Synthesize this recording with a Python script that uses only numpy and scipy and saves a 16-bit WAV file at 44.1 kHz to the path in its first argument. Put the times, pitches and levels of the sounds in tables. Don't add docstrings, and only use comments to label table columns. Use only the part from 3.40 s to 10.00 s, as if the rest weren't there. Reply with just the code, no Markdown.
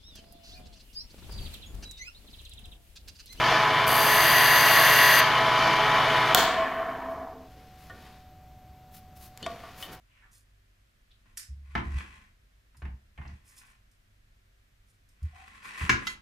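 import sys
import numpy as np
from scipy import signal
from scipy.fft import rfft, irfft, next_fast_len
from scipy.io import wavfile
from scipy.ndimage import uniform_filter1d, minimum_filter1d, map_coordinates

SR = 44100
rng = np.random.default_rng(int(sys.argv[2]) if len(sys.argv) > 2 else 0)


def wav_out(sig):
    wavfile.write(sys.argv[1], SR, np.round(np.clip(np.atleast_2d(sig).T, -1, 1) * 32767).astype(np.int16))


N = 291060
T = np.arange(N) / SR
SPINDLE_HZ, OFF_S, COAST_S = 39.65, 2.9475, 1.17


def amp(db):
    return 10 ** (np.asarray(db) / 20)


def unit(x):
    return x / np.sqrt(np.mean(x ** 2) + 1e-20)


def along(points, hz):
    f, v = np.transpose(points)
    return np.interp(np.log(hz + 1), np.log(f + 1), v)


def wobble(rate_hz):
    return map_coordinates(rng.standard_normal(int(N * rate_hz / SR) + 4), [T * rate_hz])


def noise():
    return rng.standard_normal(N)


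def dying(start_s, t60):
    return (T >= start_s) * np.exp(-np.log(1000) * np.maximum(T - start_s, 0) / t60)


def swell(centre_s, sigma_s):
    return np.exp(-.5 * ((T - centre_s) / sigma_s) ** 2)


def colour(x, spectrum, modes=()):
    m = 2 * next_fast_len(N // 2 + SR // 4)
    hz = np.fft.rfftfreq(m, 1 / SR)
    db = along(spectrum, hz) + sum(lift / (1 + (2 * (hz - f) / w) ** 2) for f, w, lift in modes)
    cepstrum = irfft(np.log(amp(db)))
    cepstrum[1:m // 2] *= 2
    cepstrum[m // 2 + 1:] = 0
    return irfft(rfft(x, m) * np.exp(rfft(cepstrum)))[:N]


def filtered(x, response):
    m = next_fast_len(N + SR // 2)
    return irfft(rfft(x, m) * response(np.fft.rfftfreq(m, 1 / SR)), m)[..., :N]


def moving_lowpass(x, edge_hz):
    hz, t, z = signal.stft(x, SR, nperseg=512)
    gain = 1 / np.sqrt(1 + (hz[:, None] / np.interp(t, T, edge_hz)) ** 5.35)
    power = np.mean(abs(z) ** 2, axis=1, keepdims=True)
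    gain /= np.sqrt(np.sum(power * gain ** 2, axis=0) / power.sum())
    return signal.istft(z * gain, SR, nperseg=512)[1][:N]


def surface(turns):
    size = int(SR / SPINDLE_HZ)
    bumps = irfft(np.exp(2j * np.pi * rng.random(size // 2 + 1)), size)
    return unit(map_coordinates(bumps, [turns % 1 * size], mode='grid-wrap'))


# f/Hz, t60/s
WALL_DECAY = [(150, 0.44), (1000, 0.39), (4000, 0.57), (12000, 0.3)]
# f/Hz, level/dB
WALL_SPECTRUM = [(2000, 0.5), (5000, -3.5), (9000, -4.5), (16000, -3.5)]

def walls(x):
    hz, t, z = signal.stft(rng.standard_normal(SR // 2), SR, nperseg=256)
    fade = np.exp(-np.log(1000) * t / along(WALL_DECAY, hz)[:, None])
    tail = signal.istft(z * fade * amp(along(WALL_SPECTRUM, hz))[:, None], SR, nperseg=256)[1]
    return signal.fftconvolve(x, tail / np.linalg.norm(tail))[:N]


# f/Hz, level/dB
ROOM_TONES = [(59.5, -62.5), (597.5, -73), (624.5, -77), (742.9, -57)]
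# f/Hz, level/dB
ROOM_SPECTRUM = [(20, -4), (40, -5), (70, 2.5), (130, -3), (215, -10), (320, -16), (500, -21),
                 (1000, -23.5), (2000, -27.5), (4000, -32), (8300, -40), (10000, -44.5), (12000, -34),
                 (15800, -39)]

def workshop():
    whine = sum(amp(db) * np.sin(2 * np.pi * hz * T + 0.08 * wobble(5)) for hz, db in ROOM_TONES)
    return amp(-53) * unit(colour(noise(), ROOM_SPECTRUM)) + np.sqrt(2) * whine


# f/Hz, level/dB
CLOTH_SPECTRUM = [(200, -7.5), (800, -4.5), (2500, -4.5), (5000, -3.5), (8000, -6.5), (12000, 2),
                  (16000, 2.5)]
# t/s, level/dB, sigma/s, low-pass edge/Hz
SLEEVE_STROKES = [(3.715, -64, 0.018, 14000), (4.19, -62, 0.16, 3480), (4.43, -63, 0.038, 10000),
                  (4.637, -55.5, 0.12, 3050), (5.559, -51.5, 0.021, 17800), (5.771, -56, 0.0091, 16000),
                  (5.84, -50.5, 0.028, 16870), (6.067, -56, 0.066, 2910), (6.27, -52, 0.13, 2480),
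                  (6.42, -48, 0.029, 18400), (6.514, -50, 0.044, 1400), (6.536, -51.5, 0.014, 16100)]

def sleeve():
    out = np.zeros(N)
    fibres = colour(noise() * amp(1.6 * wobble(200)), CLOTH_SPECTRUM)
    for s, db, sigma_s, edge_hz in SLEEVE_STROKES:
        stroke = unit(filtered(fibres, lambda hz: 1 / (1 + (hz / edge_hz) ** 2)))
        out += amp(db) * stroke * swell(s, sigma_s)
    return out


# t/s, level/dB, t60/s
HAND_CONTACTS = [(4.14, -52, 0.74), (4.5, -51.5, 0.97), (6.015, -43.5, 0.87), (6.45, -52, 1.5)]

def handling(rise_s=0.014):
    spectrum = [(25, -18), (65, -1), (130, -4), (240, -3), (350, -6.5), (500, -4),
                (900, -40), (3000, -69)]
    level = sum(amp(db) * dying(s, t60) * np.clip((T - s) / rise_s, 0, 1) for s, db, t60 in HAND_CONTACTS)
    return level * unit(colour(noise(), spectrum))


# f/Hz, relative level/dB, t60/s
BED_MODES = [(479, -2, 0.52), (669, 3, 0.22), (687.5, 10, 0.17), (1113, -2.5, 0.12), (1173, 1, 0.12),
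             (1457, -3.5, 0.23), (1780, -7, 0.18), (1834, -2.5, 0.24), (2950, 7, 0.039), (3080, 4, 0.054),
             (3480, -10, .15), (3640, -13, 0.22), (4280, -9, 0.09), (4540, -14, 0.12)]
# t/s, level/dB, favoured f/Hz (higher when harder), relative crack level/dB
HAND_KNOCKS = [(4.497, -40, 1610, -10), (5.975, -43.5, 11000, 7), (6.028, -33.5, 4270, -5),
               (6.042, -43, 3800, -3), (6.063, -29.5, 905, 0.5), (6.235, -38.5, 1000, -20),
               (6.426, -35.5, 3100, -0.5)]

def knocks():
    out = np.zeros(N)
    t = np.arange(SR // 2) / SR
    hz, mode_db, t60 = np.transpose(BED_MODES)[:, :, None]
    decay = np.exp(-np.log(1000) * t / t60)
    for s, db, pitch_hz, crack_db in HAND_KNOCKS:
        strength = amp(mode_db + rng.normal(0, 0.54, hz.shape))
        strength /= 1 + (np.log2(hz / pitch_hz) / 0.41) ** 2
        drift = np.cumsum(rng.standard_normal((len(hz), len(t))), axis=1) * hz / SR * .7
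        ring = np.sum(strength * np.sin(2 * np.pi * hz * t + drift) * decay, axis=0)
        softness = signal.butter(2, min(1.1 * pitch_hz + 2200, .4 * SR), fs=SR, output='sos')
        crack = unit(signal.sosfilt(softness, rng.standard_normal(len(t))))
        crack_t60 = .02 * np.sqrt(2000 / pitch_hz)
        crack *= np.exp(-np.log(1000) * t / crack_t60)
        rise = 1 - np.exp(-t * pitch_hz / 3.5)
        part = out[round(s * SR):][:len(t)]
        part += amp(db) * (ring * rise + amp(crack_db) * crack)[:len(part)]
    return out


# f/Hz, level/dB
SNAP_SPECTRUM = [(100, -24), (400, -8.5), (800, -8.5), (2000, -26.5), (3300, 8.5), (4800, -5), (6000, 0),
                 (9000, -5), (11000, -5.5), (16000, 1)]
# f/Hz, level/dB
HOUSING_SPECTRUM = [(60, -18.5), (130, -2), (250, -4.5), (600, 4), (1000, 6), (1700, 2.5), (2700, -21),
                    (3800, -4.5), (5000, -11.5), (8500, -19), (11000, -36), (16000, -30.5)]

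def switch():
    snap = amp(6.5) * unit(colour(noise(), SNAP_SPECTRUM)) * dying(OFF_S, .008)
    housing = unit(colour(noise(), HOUSING_SPECTRUM))
    thunk = amp(-6) * dying(OFF_S, 0.033)
    rattle = amp(-21.5) * dying(OFF_S, 0.7)
    return snap + housing * (thunk + rattle)


TOUCH_S, LIFT_S, RELEASE_T60_S = 0.465, 1.799, 0.22

def pressure(tau_s=.16):
    return 1 - np.exp(-np.maximum(T - TOUCH_S, 0) / tau_s)


# f/Hz, level/dB at full pressure
SQUEAL_TONES = [(4632, -36), (6246, -38.5), (12240, -38)]

def squeal():
    tones = sum(amp(db + 1.4 * wobble(25)) * np.sin(2 * np.pi * hz * T + 1.3 * wobble(60))
                for hz, db in SQUEAL_TONES)
    return np.sqrt(2) * tones * pressure() * ((T < LIFT_S) + dying(LIFT_S, RELEASE_T60_S))


# f/Hz, width/Hz, lift/dB
REST_MODES = [(594, 10, 16), (697, 30, 19), (1070, 12, 13.5), (1114, 22, 15), (1611, 35, 7.5),
              (1703, 100, 11), (1778, 62, 8.5), (1914.5, 30, 12.5), (1949, 45, 12.5), (2100, 120, 9),
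              (2785, 94, 11.5), (3200, 68, -3), (4170, 100, 7.5), (4700, 425, 17), (5150, 80, -6.5),
              (6204, 66, 16), (8480, 120, 8), (10500, 100, 8.5), (10800, 250, 9.5), (11700, 260, 4.5),
              (12300, 180, 7)]
# f/Hz, level/dB
CHATTER_SPECTRUM = [(200, -41.5), (500, -8), (1000, -7), (1400, -0.5), (1800, 0), (2400, -3.5),
                    (3400, -1.5), (4500, -16), (6200, -15), (7500, -30.5), (16000, -70)]
# f/Hz, level/dB
HISS_SPECTRUM = [(1000, -34.5), (3000, -8.5), (5000, -10.5), (6300, -11), (7500, -11), (9500, -8),
                 (11300, -4.5), (12700, 3), (13700, -2), (14500, -14), (15700, -4.5)]

def pencil(travel_s, bite_s=0.0076, flick_s=.008, groove_db_per_s=2):
    force = pressure()
    touching = np.clip((T - TOUCH_S) / bite_s, 0, 1) * (T < LIFT_S)
    turns = travel_s * SPINDLE_HZ + .0004 * wobble(25)
    angle = 2 * np.pi * turns
    lightness = (1 - force) ** 2
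    contact = amp((1.2 + 5 * lightness) * np.cos(2 * angle) - 2 * lightness)
    coarse_grain = amp(1.3 * np.cos(angle) + 2 * np.cos(5 * angle))
    fine_grain = amp(np.cos(5 * angle) + 1.3 * np.cos(8 * angle))
    scrape = surface(turns) + .55 * noise()
    chatter = unit(colour(contact * coarse_grain * scrape, CHATTER_SPECTRUM, REST_MODES))
    rub = surface(turns) + noise()
    hiss = unit(colour(contact * fine_grain * rub, HISS_SPECTRUM, REST_MODES))
    chatter_db = -19.5 + groove_db_per_s * (np.minimum(T, LIFT_S) - LIFT_S)
    hiss_db = -28 - 3.5 * (1 - force) + 2 * swell(LIFT_S - flick_s, flick_s)
    chatter *= amp(chatter_db) * force ** 1.8 * (touching + dying(LIFT_S, RELEASE_T60_S))
    hiss *= amp(hiss_db) * (touching + dying(LIFT_S, t60=.045))
    return chatter + hiss


# f/Hz, level/dB
SWISH_SPECTRUM = [(1000, -14), (2200, 2.5), (4000, 4), (6000, -1), (9000, -9.5), (10700, -6), (11600, 0),
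                  (14000, -6), (16000, -7.5)]

def swish(speed):
    return amp(-55.5) * speed ** .9 * unit(colour(noise(), SWISH_SPECTRUM))


# f/Hz, level/dB
MOTOR_TONES = [(119.8, -42.5), (144.3, -44.5), (155, -50)]

def motor():
    hum = sum(amp(db + wobble(4.1)) * np.sin(2 * np.pi * hz * T + .15 * wobble(6.9))
              for hz, db in MOTOR_TONES)
    return np.sqrt(2) * hum * ((T < OFF_S) + dying(OFF_S, t60=0.31))


# f/Hz at full speed, relative level/dB
DRIVE_TONES = [(263.8, -52.5), (328.4, -48), (425.3, -41), (640.6, -39.5), (678.3, -53), (759, -41.5),
               (852, -33), (996, -30), (1057, -43), (1114, -44), (1238, -38.5), (1277, -37), (1357, -38.5),
               (1491, -38.5), (1626, -43), (1706, -54), (1911, -39), (2131, -38.5), (2340, -38)]

def drive_singing(travel_s):
    tones = sum(amp(db + 1.5 * wobble(9)) * np.sin(2 * np.pi * hz * travel_s + 0.57 * wobble(22.02))
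                for hz, db in DRIVE_TONES)
    return amp(-0.5) * np.sqrt(2) * tones * ((T < OFF_S) + dying(OFF_S, t60=0.21))


def coasting_frame(contacts, speed, throb_period_s=.245, throb_peak_s=3.16):
    ring_spectrum = [(300, -60.5), (665, 10), (1400, -34), (6000, -55.5)]
    groan_spectrum = [(120, -48), (255, -9.5), (450, 5), (700, -15.5), (5000, -43)]
    ring = unit(colour(contacts, ring_spectrum, modes=[(657, 17.4, 17.7)]))
    groan = unit(colour(contacts, groan_spectrum, modes=[(258.7, 27, 39.5), (459, 48, 17)]))
    throb = amp(1.6 * np.cos(2 * np.pi * (T - throb_peak_s) / throb_period_s))
    excitation = np.minimum(speed / 0.18, 1)
    return amp(-4) * excitation * throb * ring + amp(-4 - 19.5 * speed) * groan


# t/s, sigma/s, extra rattle/dB, zing level/dB
ROUGH_RUNNING = [(0.116, 0.071, 1.7, -41), (2.245, 0.07, 0.9, -43.5)]
# f/Hz, level/dB
ZING_SPECTRUM = [(2000, -16), (4400, -1), (6300, -12.5), (7500, -22.5), (16000, -49.5)]
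# f/Hz, width/Hz, lift/dB
BEARING_MODES = [(4510, 90, 10), (6350, 200, 7)]
# f/Hz, level/dB
ROLLING_SPECTRUM = [(30, -13.5), (100, -9.5), (200, -8.5), (500, -4.5), (800, -1.5), (1050, 2), (1450, -3),
                    (2000, -4.5), (2600, -5.5), (3800, -10.5), (5500, -19), (8000, -32), (12000, -27),
                    (16000, -34)]
# f/Hz, width/Hz, lift/dB
FRAME_MODES = [(250.6, 6.8, 11), (475, 39, 6), (660.8, 39, 13.5), (1073, 146, 4), (1760, 230, 7),
               (2254, 70, 5.5), (2577, 70, -4), (3067, 250, 8.5), (3474, 70, 7.5), (4504, 60, 5),
               (6350, 120, 5)]

def bearings(speed, travel_s, ball_pass_hz=213, slacken_s=0.23):
    belt_load = np.exp(-np.maximum(T - OFF_S, 0) / slacken_s)
    ball_phase = 2 * np.pi * ball_pass_hz * travel_s + 2.03 * wobble(30)
    passes = amp(2.1 * np.cos(ball_phase) + 0.94 * wobble(220))
    contacts = passes * (noise() + 0.37 * surface(travel_s * SPINDLE_HZ))
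    rattle = unit(colour(contacts, ROLLING_SPECTRUM, FRAME_MODES))
    rattle = moving_lowpass(rattle, edge_hz=520 + 1930 * speed + 8700 * belt_load ** 3)
    zing = unit(colour(contacts, ZING_SPECTRUM, BEARING_MODES))
    zing *= sum(amp(db) * swell(s, sigma_s) for s, sigma_s, _, db in ROUGH_RUNNING)
    coasting = np.clip((T - OFF_S) / 0.11, 0, 1)
    frame = amp(-1 + .5 * coasting) * rattle + coasting * coasting_frame(contacts, speed)
    rough_db = sum(db * swell(s, sigma_s) for s, sigma_s, db, _ in ROUGH_RUNNING)
    level_db = -30 + 6 * belt_load + 21.5 * np.log10(speed + 1e-6) + rough_db + 0.42 * wobble(20)
    return amp(level_db) * frame + zing


# f/Hz, left minus right/dB
BALANCE = [(1100, 0), (2200, -0.05), (3200, 3), (4400, 5), (6300, 7.5), (8300, 0), (10000, -2.5),
           (15000, 0.5)]

def scene():
    speed = np.clip(1 - (T - OFF_S) / COAST_S, 0, 1)
    travel_s = np.cumsum(speed * (1 + 0.000531 * wobble(4))) / SR
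    near = pencil(travel_s) + squeal() + switch() + knocks() + sleeve()
    near += bearings(speed, travel_s) + swish(speed)
    mono = near + amp(-9.5) * walls(near) + drive_singing(travel_s) + motor() + handling() + workshop()
    side_spectrum = [(300, -65.5), (500, -59.5), (750, -42.5), (1500, -36.5), (2800, -26.5),
                     (4500, -11), (7000, -11.5), (10000, -21.5), (14000, -16.5)]
    side = colour(walls(mono), side_spectrum)
    pair = np.array([mono + side, mono - side])
    return filtered(pair, lambda hz: amp(np.outer([.5, -.5], along(BALANCE, hz))))


def record(dry, threshold=1.6, ceiling=.9, top_hz=15830):
    needed_gain = np.minimum(1, threshold / (abs(dry).max(axis=0) + 1e-9))
    hold, ramp = int(.032 * SR), int(.006 * SR)
    held_gain = minimum_filter1d(needed_gain, hold, origin=hold // 5)
    ducked = dry * uniform_filter1d(held_gain, ramp)
    rounded = ducked / (1 + (ducked / ceiling) ** 6) ** (1 / 6)
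    return filtered(rounded, lambda hz: np.clip((top_hz - hz) / 400 + .5, 0, 1))


dry = scene()
out = record(dry)
wav_out(out)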